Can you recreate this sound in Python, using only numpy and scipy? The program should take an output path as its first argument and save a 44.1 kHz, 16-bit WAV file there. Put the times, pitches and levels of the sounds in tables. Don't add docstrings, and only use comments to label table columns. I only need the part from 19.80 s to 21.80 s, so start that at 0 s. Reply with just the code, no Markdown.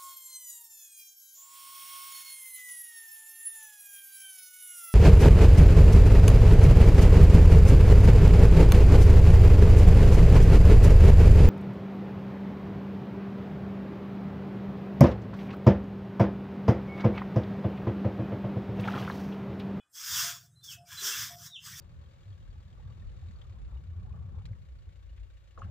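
import sys
import numpy as np
from scipy import signal
from scipy.fft import rfft, irfft
from scipy.io import wavfile
from scipy.ndimage import uniform_filter1d

SR = 44100
rng = np.random.default_rng(int(sys.argv[2]) if len(sys.argv) > 2 else 0)


def level_to_linear(level):
    exponent = np.asarray(level, float) / 20
    return 10 ** exponent


def master_out(mix):
    frames = np.transpose(np.atleast_2d(mix))
    ceiling = np.clip(frames, -1, 1)
    pcm = np.round(ceiling * 32767).astype(np.int16)
    wavfile.write(sys.argv[1], SR, pcm)


N = 88200

# pitch_hz, density_db [dB per Hz]
YARD_COLOUR = [(250, -1.5), (600, -8.5), (1000, -8.5), (1500, 1.5), (2300, -18), (4400, -20), (5300, -13.5),
               (7300, -15)]
# pitch_hz, density_db [dB per Hz]
HISS_COLOUR = [(7600, 1), (10500, -6.5), (10800, -23.5), (12000, -10), (15400, -24)]
# time_s, level_db
ENGINE_LEVEL = [(0.0, -92), (0.28, -71.5), (0.33, -51.5), (0.41, -60), (0.47, -53), (0.48, -61),
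                (0.77, -64.5), (1.01, -56.5), (1.08, -69.5), (1.14, -56), (1.33, -69.5), (1.39, -47.5),
                (1.48, -58), (1.65, -57.5), (1.75, -75.5), (1.8, -61.5), (1.97, -54), (2.0, -62)]
# time_s, thumps_so_far [count]
ENGINE_FIRING = [(0, .3), (.335, 7), (.585, 12), (.828, 17), (1.04, 22), (1.145, 24), (1.395, 29),
                 (1.44, 30), (1.61, 33), (1.82, 37), (2, 40.9)]
# pitch_hz, density_db [dB per Hz]
THUMP_COLOUR = [(15, -74), (25, -21), (43, -20.5), (102, 0.5), (124, 1.5), (171, -5), (232, -27),
                (320, -30), (420, -29.5), (700, -120)]
# start_s, level_db
HOOTS = [
    (.425, -54.5),
    (.965, -59.5),
    (1.49, -54.5),
    (1.99, -55.5),
]
# share_of_call [0-1], pitch_hz
FALL_PATH = [(0, 3763), (.55, 3520), (.63, 3284), (.76, 2997), (.87, 2716), (1, 2580)]
# start_s, length_s, start_db, peak_db, pitch_factor [ratio]
WHISTLES = [
    (0.284, 0.11, -61, -44, 1.0),
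    (0.812, .13, -69.5, -51.5, 0.97),
    (1.215, .125, -69, -45.5, 0.99),
    (1.709, .072, -64.5, -46.5, 1.0),
]
# start_s, length_s, level_db, from_hz, to_hz
LEAD_NOTES = [
    (-.04, .055, -74, 2500, 2480),
    (-.04, .05, -77, 3000, 3000),
    (-.04, .055, -74, 3400, 3400),
    (.715, .045, -86, 3800, 3800),
    (.752, .055, -70, 4050, 4060),
    (1.166, .045, -51, 4030, 4020),
    (1.663, .05, -54, 3950, 3850),
]
# start_s, length_s, level_db, from_hz, to_hz
CHEEPS = [
    (.63, .12, -85, 6400, 6330),
    (.838, .022, -57, 5900, 5900),
    (.972, .03, -73, 5250, 5250),
    (1.055, .04, -72, 2300, 2350),
    (1.69, .085, -67, 5300, 5850),
    (1.74, .06, -75, 6550, 6900),
]
# time_s, tip_level_db, extra_grit_drag_db
STROKES = [
    [(0.1, -91, -9), (0.142, -55.5, -13), (0.158, -48.5, 0.5), (0.392, -29, -0.5), (0.502, -37.5, 3),
     (0.61, -58, 1.5), (0.662, -61.5, -6.5), (0.72, -93, -10)],
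    [(0.81, -69, 8), (0.82, -82, -3), (0.842, -49, -11.5), (0.892, -52.5, -4), (0.914, -44, -8.5),
     (0.94, -46.5, -3), (0.988, -69, 3.5), (1.01, -97, 4)],
    [(1.05, -75, -11), (1.08, -56, 0.5), (1.13, -46.5, 3.5), (1.166, -48.5, 2.5), (1.268, -31, -0.5),
     (1.334, -37, 2.5), (1.428, -36.5, 2.5), (1.56, -55, 4)],
    [(1.56, -69, -2), (1.566, -56.5, -6), (1.666, -45, -3.5), (1.724, -68, 4), (1.732, -75, 7),
     (1.75, -76, 15)],
    [(1.8, -71, 1), (1.852, -47, -4), (1.87, -45, 2), (1.942, -49, 2.5), (2.0, -44, -1)],
]
# pitch_hz, density_db [dB per Hz]
TIP_COLOUR = [(4000, -12), (4500, -8), (4800, -0.5), (5500, 1), (7400, -4), (9400, -13.5), (11300, -14),
              (15300, -5.5)]
# pitch_hz, density_db [dB per Hz]
GRIT_COLOUR = [(800, -27.5), (1000, -10), (1650, -1), (1950, -8), (2450, -11), (3000, -7), (3400, 1.5),
               (3950, -12.5)]
# pitch_hz, density_db [dB per Hz]
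RUB_COLOUR = [(200, -3), (300, -5.5), (420, -3), (550, -3.5), (800, -10)]
# start_s, level_db
TAPS = [
    (0.846, -53),
    (1.367, -36),
    (1.1, -58),
]
# start_s, length_s, level_db, pitch_hz
HANDLE_HUM = [
    (1.21, 0.117, -61.5, 413),
    (1.3, 0.085, -68.5, 430),
    (.4, .1, -74.5, 400),
    (1.22, 0.095, -66, 630),
    (1.2, 0.334, -72.5, 225),
]


def evened(x):
    return x / np.sqrt(np.mean(x ** 2) + 1e-20)


def curve(rows, col, off):
    rows = np.array(rows)
    return np.interp(np.arange(N) / SR, rows[:, 0], rows[:, col], off, off)


def colour(x, points, slope_db):
    hz = np.fft.rfftfreq(len(x), 1 / SR) + 1
    f, db = np.transpose(points)
    beyond = np.maximum(np.log2(f[0] / hz), 0) + np.maximum(np.log2(hz / f[-1]), 0)
    gain_db = np.interp(np.log(hz), np.log(f), db) - slope_db * beyond
    return evened(irfft(rfft(x) * level_to_linear(gain_db), len(x)))


def patchy(x, depth_db, bins, frames):
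    t, z = signal.stft(x, SR, nperseg=512)[1:]
    field = uniform_filter1d(rng.standard_normal(z.shape), bins, 0)
    field = evened(uniform_filter1d(field, frames, 1))
    depth = np.interp(t, np.arange(N) / SR, depth_db * np.ones(N))
    patches = level_to_linear(depth * field - 0.12 * depth ** 2)
    return signal.istft(z * patches, nperseg=512)[1][:N]


def add(mix, start_s, sound):
    at = round(start_s * SR)
    sound = sound[max(-at, 0):]
    part = mix[max(at, 0):][:len(sound)]
    part += sound[:len(part)]


def slow_drift(length):
    noise = rng.standard_normal(16000)
    return evened(uniform_filter1d(uniform_filter1d(noise, size=200), size=200))[:length]


def tone(length_s, hz, edge_s, wobble, flutter_db):
    t = np.arange(0, length_s, 1 / SR)
    edges = np.clip(np.minimum(t, length_s - t) / edge_s, 0, 1)
    shape = np.sin(np.pi / 2 * edges) ** 2 * level_to_linear(flutter_db * slow_drift(len(t)))
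    phase = 2 * np.pi * np.cumsum(hz * (1 + wobble * slow_drift(len(t)))) / SR
    return np.sqrt(2) * shape * np.sin(phase)


def tail(x, t60_s, gap_s):
    t = np.arange(SR // 2) / SR
    echoes = rng.standard_normal(len(t)) * level_to_linear(-60 * t / t60_s) * (t > gap_s)
    return signal.fftconvolve(x, echoes / np.linalg.norm(echoes))[:len(x)]


def air():
    yard = colour(rng.standard_normal(N), YARD_COLOUR, slope_db=40)
    yard = patchy(yard, depth_db=3.0, bins=3, frames=8)
    hiss = colour(rng.standard_normal(N), HISS_COLOUR, slope_db=140)
    hiss = patchy(hiss, depth_db=0.0, bins=8, frames=8)
    wake_s, asleep_db = 0.092, -10.5
    awake = level_to_linear(np.interp(np.arange(N) / SR, [wake_s, wake_s + 0.0068], [asleep_db, 0]))
    return level_to_linear(-80.5) * yard + level_to_linear(-77) * hiss * awake


def engine():
    count = curve(ENGINE_FIRING, 1, 0)
    strength = level_to_linear(1.4 * rng.standard_normal(60))
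    pulses = np.diff(np.floor(count), prepend=0) * strength[count.astype(int)]
    thumps = colour(pulses, THUMP_COLOUR, slope_db=-2)
    rumble = colour(rng.standard_normal(N), THUMP_COLOUR, slope_db=37)
    return level_to_linear(curve(ENGINE_LEVEL, 1, -70)) * evened(thumps + level_to_linear(4) * rumble)


def hollow_bird():
    pitch_hz, length_s, echo_s, echo_db = 695.6, 0.1, 0.19, -18.5
    x = np.zeros(N)
    for start_s, level_db in HOOTS:
        note = level_to_linear(level_db) * tone(length_s, pitch_hz, edge_s=0.022, wobble=0.006, flutter_db=1.8)
        echo = note[:round(0.7 * len(note))]
        add(x, start_s, note)
        add(x, start_s + echo_s, level_to_linear(echo_db) * echo * np.hanning(len(echo)))
    return x + level_to_linear(-12) * tail(x, t60_s=0.21, gap_s=0.039)


def whistling_birds():
    lead = SR // 5
    x = np.zeros(N + lead)
    for start_s, length_s, start_db, peak_db, factor in WHISTLES:
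        u = np.arange(0, length_s, 1 / SR) / length_s
        swell = level_to_linear(np.interp(u, [0, 0.6, 1], [start_db, peak_db, peak_db - 9]))
        hz = factor * np.interp(u, *np.transpose(FALL_PATH))
        call = swell * tone(length_s, hz, edge_s=0.007, wobble=0.01, flutter_db=3.5)
        add(x, start_s + lead / SR, call)
    for notes, wobble, flutter_db in (LEAD_NOTES, 0.004, 1.98), (CHEEPS, 0.018, 3.66):
        for start_s, length_s, level_db, from_hz, to_hz in notes:
            u = np.arange(0, length_s, 1 / SR) / length_s
            hz = from_hz + (to_hz - from_hz) * np.sqrt(u)
            call = level_to_linear(level_db) * tone(length_s, hz, 0.01, wobble, flutter_db)
            add(x, start_s + lead / SR, call)
    return (x + level_to_linear(1.5) * tail(x, t60_s=0.22, gap_s=0.0019))[lead:]


def scrape(points, streak_db):
    snaps_per_s, spread_db, snap_share = 7000, 1.6, 0.32
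    strength = level_to_linear(spread_db * rng.exponential(1, N).clip(0, 4))
    snaps = rng.standard_normal(N) * strength * (rng.random(N) < snaps_per_s / SR)
    friction = rng.standard_normal(N)
    drive = np.sqrt(snap_share) * evened(snaps) + np.sqrt(1 - snap_share) * friction
    broad = patchy(colour(drive, points, slope_db=47), depth_db=0.4, bins=8, frames=5)
    return patchy(broad, streak_db, bins=3, frames=12)


def handle():
    x = np.zeros(N)
    t = np.arange(400) / SR
    for start_s, level_db in TAPS:
        add(x, start_s, level_to_linear(level_db - 60 * t / 0.0067) * np.diff(rng.standard_normal(401)))
    for start_s, length_s, level_db, hz in HANDLE_HUM:
        hum = tone(length_s, hz, edge_s=0.016, wobble=0.058, flutter_db=3.0)
        add(x, start_s, level_to_linear(level_db) * hum)
    return x


def broom():
    level = sum(level_to_linear(curve(stroke, 1, -120)) for stroke in STROKES)
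    level = uniform_filter1d(level, size=200)
    drag_db = sum(curve(stroke, 2, 0) for stroke in STROKES)
    softness_db = np.clip(-39 - 20 * np.log10(level + 1e-9), 0, 40)
    streak_db = 1.5 + 0.1618 * softness_db
    tips = level * scrape(TIP_COLOUR, streak_db)
    grit_gain = level_to_linear(-7 + drag_db) * (level / level_to_linear(-38)) ** 0.01
    grit = level * grit_gain * scrape(GRIT_COLOUR, streak_db)
    rub = level_to_linear(-77.5) * (level / level_to_linear(-35)) ** 0.54 * scrape(RUB_COLOUR, streak_db)
    return tips + grit + rub + handle()


def scene():
    sweep = broom()
    walls = level_to_linear(-26) * tail(sweep, t60_s=0.44, gap_s=0.012)
    mono = air() + engine() + hollow_bird() + whistling_birds() + sweep + walls
    return np.array([mono, mono])


def top_cut(x):
    return signal.sosfilt(signal.butter(12, 16750, fs=SR, output="sos"), x)


def record(dry):
    low_pass = signal.firwin(511, 15560, window=("kaiser", 9), fs=SR)
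    mix = signal.oaconvolve(dry, low_pass[None], "same")
    return top_cut(mix)


dry = scene()
out = record(dry)
master_out(out)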